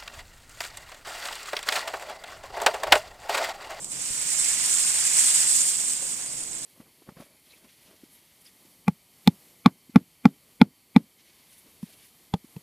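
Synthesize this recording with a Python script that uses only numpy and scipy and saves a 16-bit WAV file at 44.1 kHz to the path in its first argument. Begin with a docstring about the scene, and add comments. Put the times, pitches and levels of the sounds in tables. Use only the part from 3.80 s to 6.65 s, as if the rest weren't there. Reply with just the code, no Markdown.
"""Thin batter sizzles on a hot griddle in a kitchen, close to a phone, over a low room hum of shaped noise and
wavering tones. Thousands of random clicks a second are its bursting steam bubbles, swelling with the pour and
fading after it; each microphone port rings at its own treble pitch. A few drops spit as short noise cracks.
Early on the phone is bumped once and larger bubbles gurgle; near the end the ladle knocks the bowl twice.
Bump, gurgles and knocks are damped sines."""
import sys
import numpy as np
from scipy import signal
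from scipy.fft import rfft, irfft, next_fast_len
from scipy.io import wavfile
from scipy.ndimage import uniform_filter1d, map_coordinates

SR = 44100
rng = np.random.default_rng(int(sys.argv[2]) if len(sys.argv) > 2 else 0)


def log_audio(samples):
    """Write samples as a 16-bit WAV file to the path given in sys.argv[1]."""
    # one column per channel
    frames = np.atleast_2d(samples).T
    # limit to full scale, then quantise
    limited = np.clip(frames, -1, 1)
    pcm = np.round(limited * 32767).astype(np.int16)
    wavfile.write(sys.argv[1], SR, pcm)


N = 125685

HUM_DB, HUM_LEFT_DB = -51, 4  # noise rms before panning; left over right, for noise and tones
TONE_WAVER_HZ, TONE_WAVER_DB = 3.99, 2.5  # scale of the random waver
FIZZ_PER_S, FIZZ_SPREAD_DB = 12000, 4  # clicks per stream at the height of the pour, scatter of sizes
BUBBLES_PER_S, BUBBLE_SPREAD_DB = 9000, 4  # clicks per stream, scatter of sizes
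SHARED_FINE, SHARED_COARSE = .56, 0.29  # share of the click power that reaches both ports
THINNING = .3  # dB fewer bursts per dB of softer fizz
SPIT_T60, SPIT_LEFT_DB = .012, 5  # s; left over right
BUMP_S, BUMP_RIGHT_DB = .303, 15  # start; right over left
BUMP_HZ, BUMP_DB, BUMP_T60 = 45, -40, 0.044  # low thud, level before panning, decay in s
BUMP_BODY_HZ, BUMP_BODY_DB = 145, -44.5  # higher body of the bump, level before panning
GURGLE_T60 = 0.093  # s
TOP_HZ = 15500


def amp(db):
    """dB to gain."""
    return 10 ** (np.asarray(db) / 20)


def unit(x):
    """Scaled to rms 1."""
    return x / np.sqrt(np.mean(x ** 2) + 1e-20)


def pan(left_db):
    """Left and right gains that differ by left_db."""
    return amp([[left_db / 2], [-left_db / 2]])


def along(points, hz):
    """Read (frequency, value) points on a log frequency axis."""
    f, v = np.transpose(points)
    return np.interp(np.log(hz + 1), np.log(f + 1), v)


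def curves(rows):
    """One value per sample for each column after the time."""
    s, *cols = np.transpose(rows)
    return [np.interp(np.arange(N) / SR, s, c) for c in cols]


def wobble(rate):
    """A smooth random curve with rate knots a second."""
    knots = rng.standard_normal(int(N * rate / SR) + 4)
    return map_coordinates(knots, [np.arange(N) * rate / SR])


def filtered(x, response):
    """x shaped by a response of frequency, padded so that no tail wraps around."""
    m = next_fast_len(N + SR // 2)
    return irfft(rfft(x, m) * response(np.fft.rfftfreq(m, 1 / SR)), m)[..., :N]


def coloured(x, spectrum):
    """Minimum-phase colouring by (frequency, dB) points: nothing sounds ahead of its click."""
    m = 4096
    cep = irfft(np.log(amp(along(spectrum, np.fft.rfftfreq(m, 1 / SR)))), m)
    # folding the cepstrum onto positive time makes the filter causal
    cep[1:m // 2] *= 2
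    cep[m // 2 + 1:] = 0
    impulse = irfft(np.exp(rfft(cep)), m)
    return signal.fftconvolve(x, impulse[None], axes=1)[:, :N]


def ring(start_s, hz, db, t60):
    """One damped sine mode from start_s on."""
    t = np.maximum(np.arange(N) / SR - start_s, 0)
    return amp(db - 60 * t / t60) * np.sin(2 * np.pi * hz * t)


def ports(x):
    """The two microphone ports: a shared mean colour, then each port's own ringing treble and phase."""
    # colour of each port: (frequency [Hz], gain [dB])
    left_port = [(300, -1), (1000, -0.5), (3000, 4), (5000, 2.5), (6200, -0.5), (7000, 6.5), (7600, 9),
                 (8050, 8.5), (8500, 12.5), (9200, 15.5), (9600, 5), (10300, -3.5), (12000, -8.5),
                 (15500, -11.5)]
    right_port = [(300, -4.5), (1000, -1), (3000, 5), (5000, 5.5), (6200, 8), (7000, 15), (7700, 20.5),
                  (8100, 16.5), (8400, 13.5), (9000, 9.5), (10200, -1), (12000, -8), (15500, -7.5)]
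    # phase of left ahead of right: (frequency [Hz], phase [rad])
    left_leads = [(0, -3), (690, 0.3), (1290, -1.5), (1890, -0.34), (3190, 0.37), (4050, -2.5), (5510, -5),
                  (7750, -6.5), (14900, -7.5), (16100, -1)]

    grid = np.geomspace(100, SR / 2, num=200)
    mean_db = (along(left_port, grid) + along(right_port, grid)) / 2

    def tilt(hz):
        """Half of the difference between the ports, as a complex gain."""
        half_db = (along(left_port, hz) - along(right_port, hz)) / 2
        return amp(half_db) * np.exp(.5j * along(left_leads, hz))

    common = coloured(x, np.column_stack([grid, mean_db]))
    return filtered(common, lambda hz: np.array([tilt(hz), 1 / tilt(hz)]))


def hum():
    """Steady low room noise from mid and side parts, nearly mono around its peak."""
    # noise colour: (frequency [Hz], relative density [dB per Hz])
    hum_colour = [(15, -2.5), (30, -6), (50, -11), (80, -11), (105, -11.5), (133, -0.5), (150, -4.5),
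                  (165, -2.5), (230, -6.5), (260, -1), (308, -7), (328, -5.5), (352, -10), (550, -7),
                  (1000, -9), (1600, -17.5), (2600, -90)]
    # left-right likeness: (frequency [Hz], correlation [0..1])
    hum_alike = [(30, .2), (70, 0.33), (130, 1), (250, 0.62), (500, 0.56), (1000, 0.058)]

    def mid_side_gain(hz):
        """A mid/side balance that gives the wanted correlation."""
        turn = np.arccos(np.clip(along(hum_alike, hz), -1, 1)) / 2
        return amp(along(hum_colour, hz)) * [np.cos(turn), np.sin(turn)]

    mid, side = filtered(rng.standard_normal((2, N)), mid_side_gain)
    stereo = unit(np.array([mid + side, mid - side]))
    return amp(HUM_DB) * stereo * pan(HUM_LEFT_DB)


def hum_tones():
    """Narrow sine tones whose pitch and level waver at random."""
    # tones: (frequency before waver [Hz], rms level before waver and panning [dB])
    tone_rows = [(134, -67.5), (327, -65.5)]
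    t = np.arange(N) / SR
    tones = np.zeros(N)
    for hz, db in tone_rows:
        phase = 2 * np.pi * (hz * t + np.cumsum(TONE_WAVER_HZ * wobble(8)) / SR)
        level = np.sqrt(2) * amp(db + TONE_WAVER_DB * wobble(5.02))
        tones += level * np.sin(phase)
    return tones * pan(HUM_LEFT_DB)


def bursts(per_s, spread_db, share):
    """Bursting bubbles as random clicks in three streams: one heard by both ports, one by each alone."""
    hit = rng.random((3, N)) < per_s / SR
    size = amp(spread_db * rng.standard_normal((3, N))) * rng.choice([-1, 1], (3, N))
    both, left, right = hit * size
    return np.sqrt(share) * both + np.sqrt(1 - share) * np.array([left, right])


def patchy(x, depth_db):
    """Random gain patches in time and frequency, alike for both ports."""
    z = signal.stft(x, nperseg=256)[2]
    field = rng.standard_normal(z.shape[1:])
    field = uniform_filter1d(field, size=3, axis=0)  # over frequency
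    field = uniform_filter1d(field, size=5, axis=1)  # over time
    return signal.istft(z * amp(depth_db * unit(field)), nperseg=256)[1][:, :N]


def sizzle():
    """Fine fizz and coarser bubbling follow the pour and flutter; soft fizz has sparser bursts."""
    # colour of small and of larger bursts: (frequency [Hz], gain [dB])
    fine_colour = [(2000, -20.5), (4500, 0.5), (6000, 0.5), (10000, 3.5), (16000, 2)]
    coarse_colour = [(200, -29.5), (500, -12), (1000, -5.5), (2200, -1.5), (4000, -7.5), (6000, -1.5),
                     (12000, -37)]
    # fine fizz: (time [s], level before flutter and panning [dB], left over right before centring [dB])
    fizz_course = [(0.06, -39, -8), (0.08, -43.5, -12), (0.12, -32.5, -9.5), (0.17, -34.5, -10),
                   (0.26, -30.5, -9.5), (0.46, -28, -9.5), (0.56, -25, -10.5), (0.65, -24, -9),
                   (0.81, -24.5, -10.5), (0.91, -22, -9.5), (0.97, -22.5, -10), (1.06, -23, -8.5),
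                   (1.25, -22.5, -9), (1.27, -18.5, -9), (1.29, -22.5, -8.5), (1.34, -21, -9.5),
                   (1.39, -17.5, -8.5), (1.5, -19, -7), (1.62, -20, -7.5), (1.66, -21.5, -9),
                   (1.77, -20, -8), (1.84, -22.5, -8), (1.89, -22, -8.5), (1.94, -25, -8.5),
                   (2.13, -27, -8.5), (2.2, -30, -9), (2.3, -29.5, -9), (2.34, -32, -10),
                   (2.68, -34.5, -8.5), (2.72, -35, -11), (2.8, -34.5, -8.5)]
    # coarser bubbling: (time [s], level before flutter and panning [dB])
    bubbling_course = [(0.06, -52), (0.1, -52.5), (0.13, -41.5), (0.3, -38), (0.67, -32.5), (1.35, -31),
                       (1.38, -28.5), (1.67, -32), (1.72, -34.5), (1.78, -33), (1.88, -36.5), (2.3, -41),
                       (2.7, -44.5), (2.8, -44.5)]

    fizz_db, pan_db = curves(fizz_course)
    coarse_db, = curves(bubbling_course)
    flutter_db = 0.66 * wobble(20) + 0.75 * wobble(45.05) + 0.15 * wobble(150)

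    busy = amp(THINNING * (fizz_db - fizz_db.max()))
    clicks = bursts(FIZZ_PER_S * busy, FIZZ_SPREAD_DB, SHARED_FINE) / np.sqrt(busy)  # even power
    fine = unit(ports(coloured(clicks, fine_colour)))
    fine = amp(fizz_db + flutter_db) * patchy(fine, depth_db=1.94)

    clicks = bursts(BUBBLES_PER_S, BUBBLE_SPREAD_DB, SHARED_COARSE)
    coarse = unit(ports(coloured(clicks, coarse_colour)))
    coarse = amp(coarse_db + 0.29 * flutter_db) * patchy(coarse, depth_db=1.48)

    drift_db = (pan_db - pan_db.mean()) / 2  # only the drift: the ports set the mean balance
    return amp([drift_db, -drift_db]) * (fine + coarse)


def spits():
    """Single drops burst as short cracks of decaying random-sign noise."""
    # drops: (time [s], level before colouring and panning [dB])
    drops = [(0.0445, -31), (0.0455, -35), (1.8665, -27), (2.134, -28), (2.2675, -33), (2.377, -36),
             (2.4605, -34), (2.522, -35), (2.7315, -36), (2.8315, -35)]
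    # (frequency [Hz], gain [dB])
    spit_colour = [(800, -20), (2500, -5), (6000, 0), (16000, 3)]
    cracks, t = np.zeros((2, N)), np.arange(N) / SR
    for s, db in drops:
        decay = amp(db - 60 * np.abs(t - s) / SPIT_T60) * (t >= s)
        cracks += decay * rng.choice([-1, 1], N)
    return ports(coloured(cracks, spit_colour)) * pan(SPIT_LEFT_DB)


def bump():
    """A soft bump on the phone: a low thud and a longer body of opposite sign, louder on the right."""
    body = ring(BUMP_S, BUMP_BODY_HZ, BUMP_BODY_DB, 2 * BUMP_T60)
    thud = ring(BUMP_S, BUMP_HZ, BUMP_DB, BUMP_T60)
    return (body - thud) * pan(-BUMP_RIGHT_DB)


def gurgles():
    """A few larger bubbles in the pouring batter swell and ring briefly, each a little lower."""
    # bubbles: (time [s], pitch [Hz], level before the onset is softened [dB])
    large_bubbles = [(.33, 930, -51), (.4, 910, -51), (.462, 900, -47), (.515, 880, -46)]
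    out = np.zeros(N)
    for s, hz, db in large_bubbles:
        # taking away a faster decay softens the onset
        out += ring(s, hz, db, GURGLE_T60) - ring(s, hz, db, GURGLE_T60 / 4)
    return out


def ladle():
    """The ladle knocks the bowl, whose damped modes ring together."""
    # knocks: (time [s], level [dB])
    knock_rows = [(2.225, -45), (2.252, -50.5)]
    # modes of the bowl: (frequency [Hz], level over the knock's [dB], decay t60 [s])
    bowl_modes = [(560, 0.5, 0.1), (744, 5, 0.042), (990, -3, 0.051)]
    return sum(ring(s, hz, level + db, t60) for s, level in knock_rows for hz, db, t60 in bowl_modes)


def scene():
    """All sources together."""
    return hum() + hum_tones() + sizzle() + spits() + bump() + gurgles() + ladle()


def record(dry):
    """The phone keeps nothing from its band limit upwards."""
    return filtered(dry, lambda hz: hz < TOP_HZ)


dry = scene()
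out = record(dry)
log_audio(out)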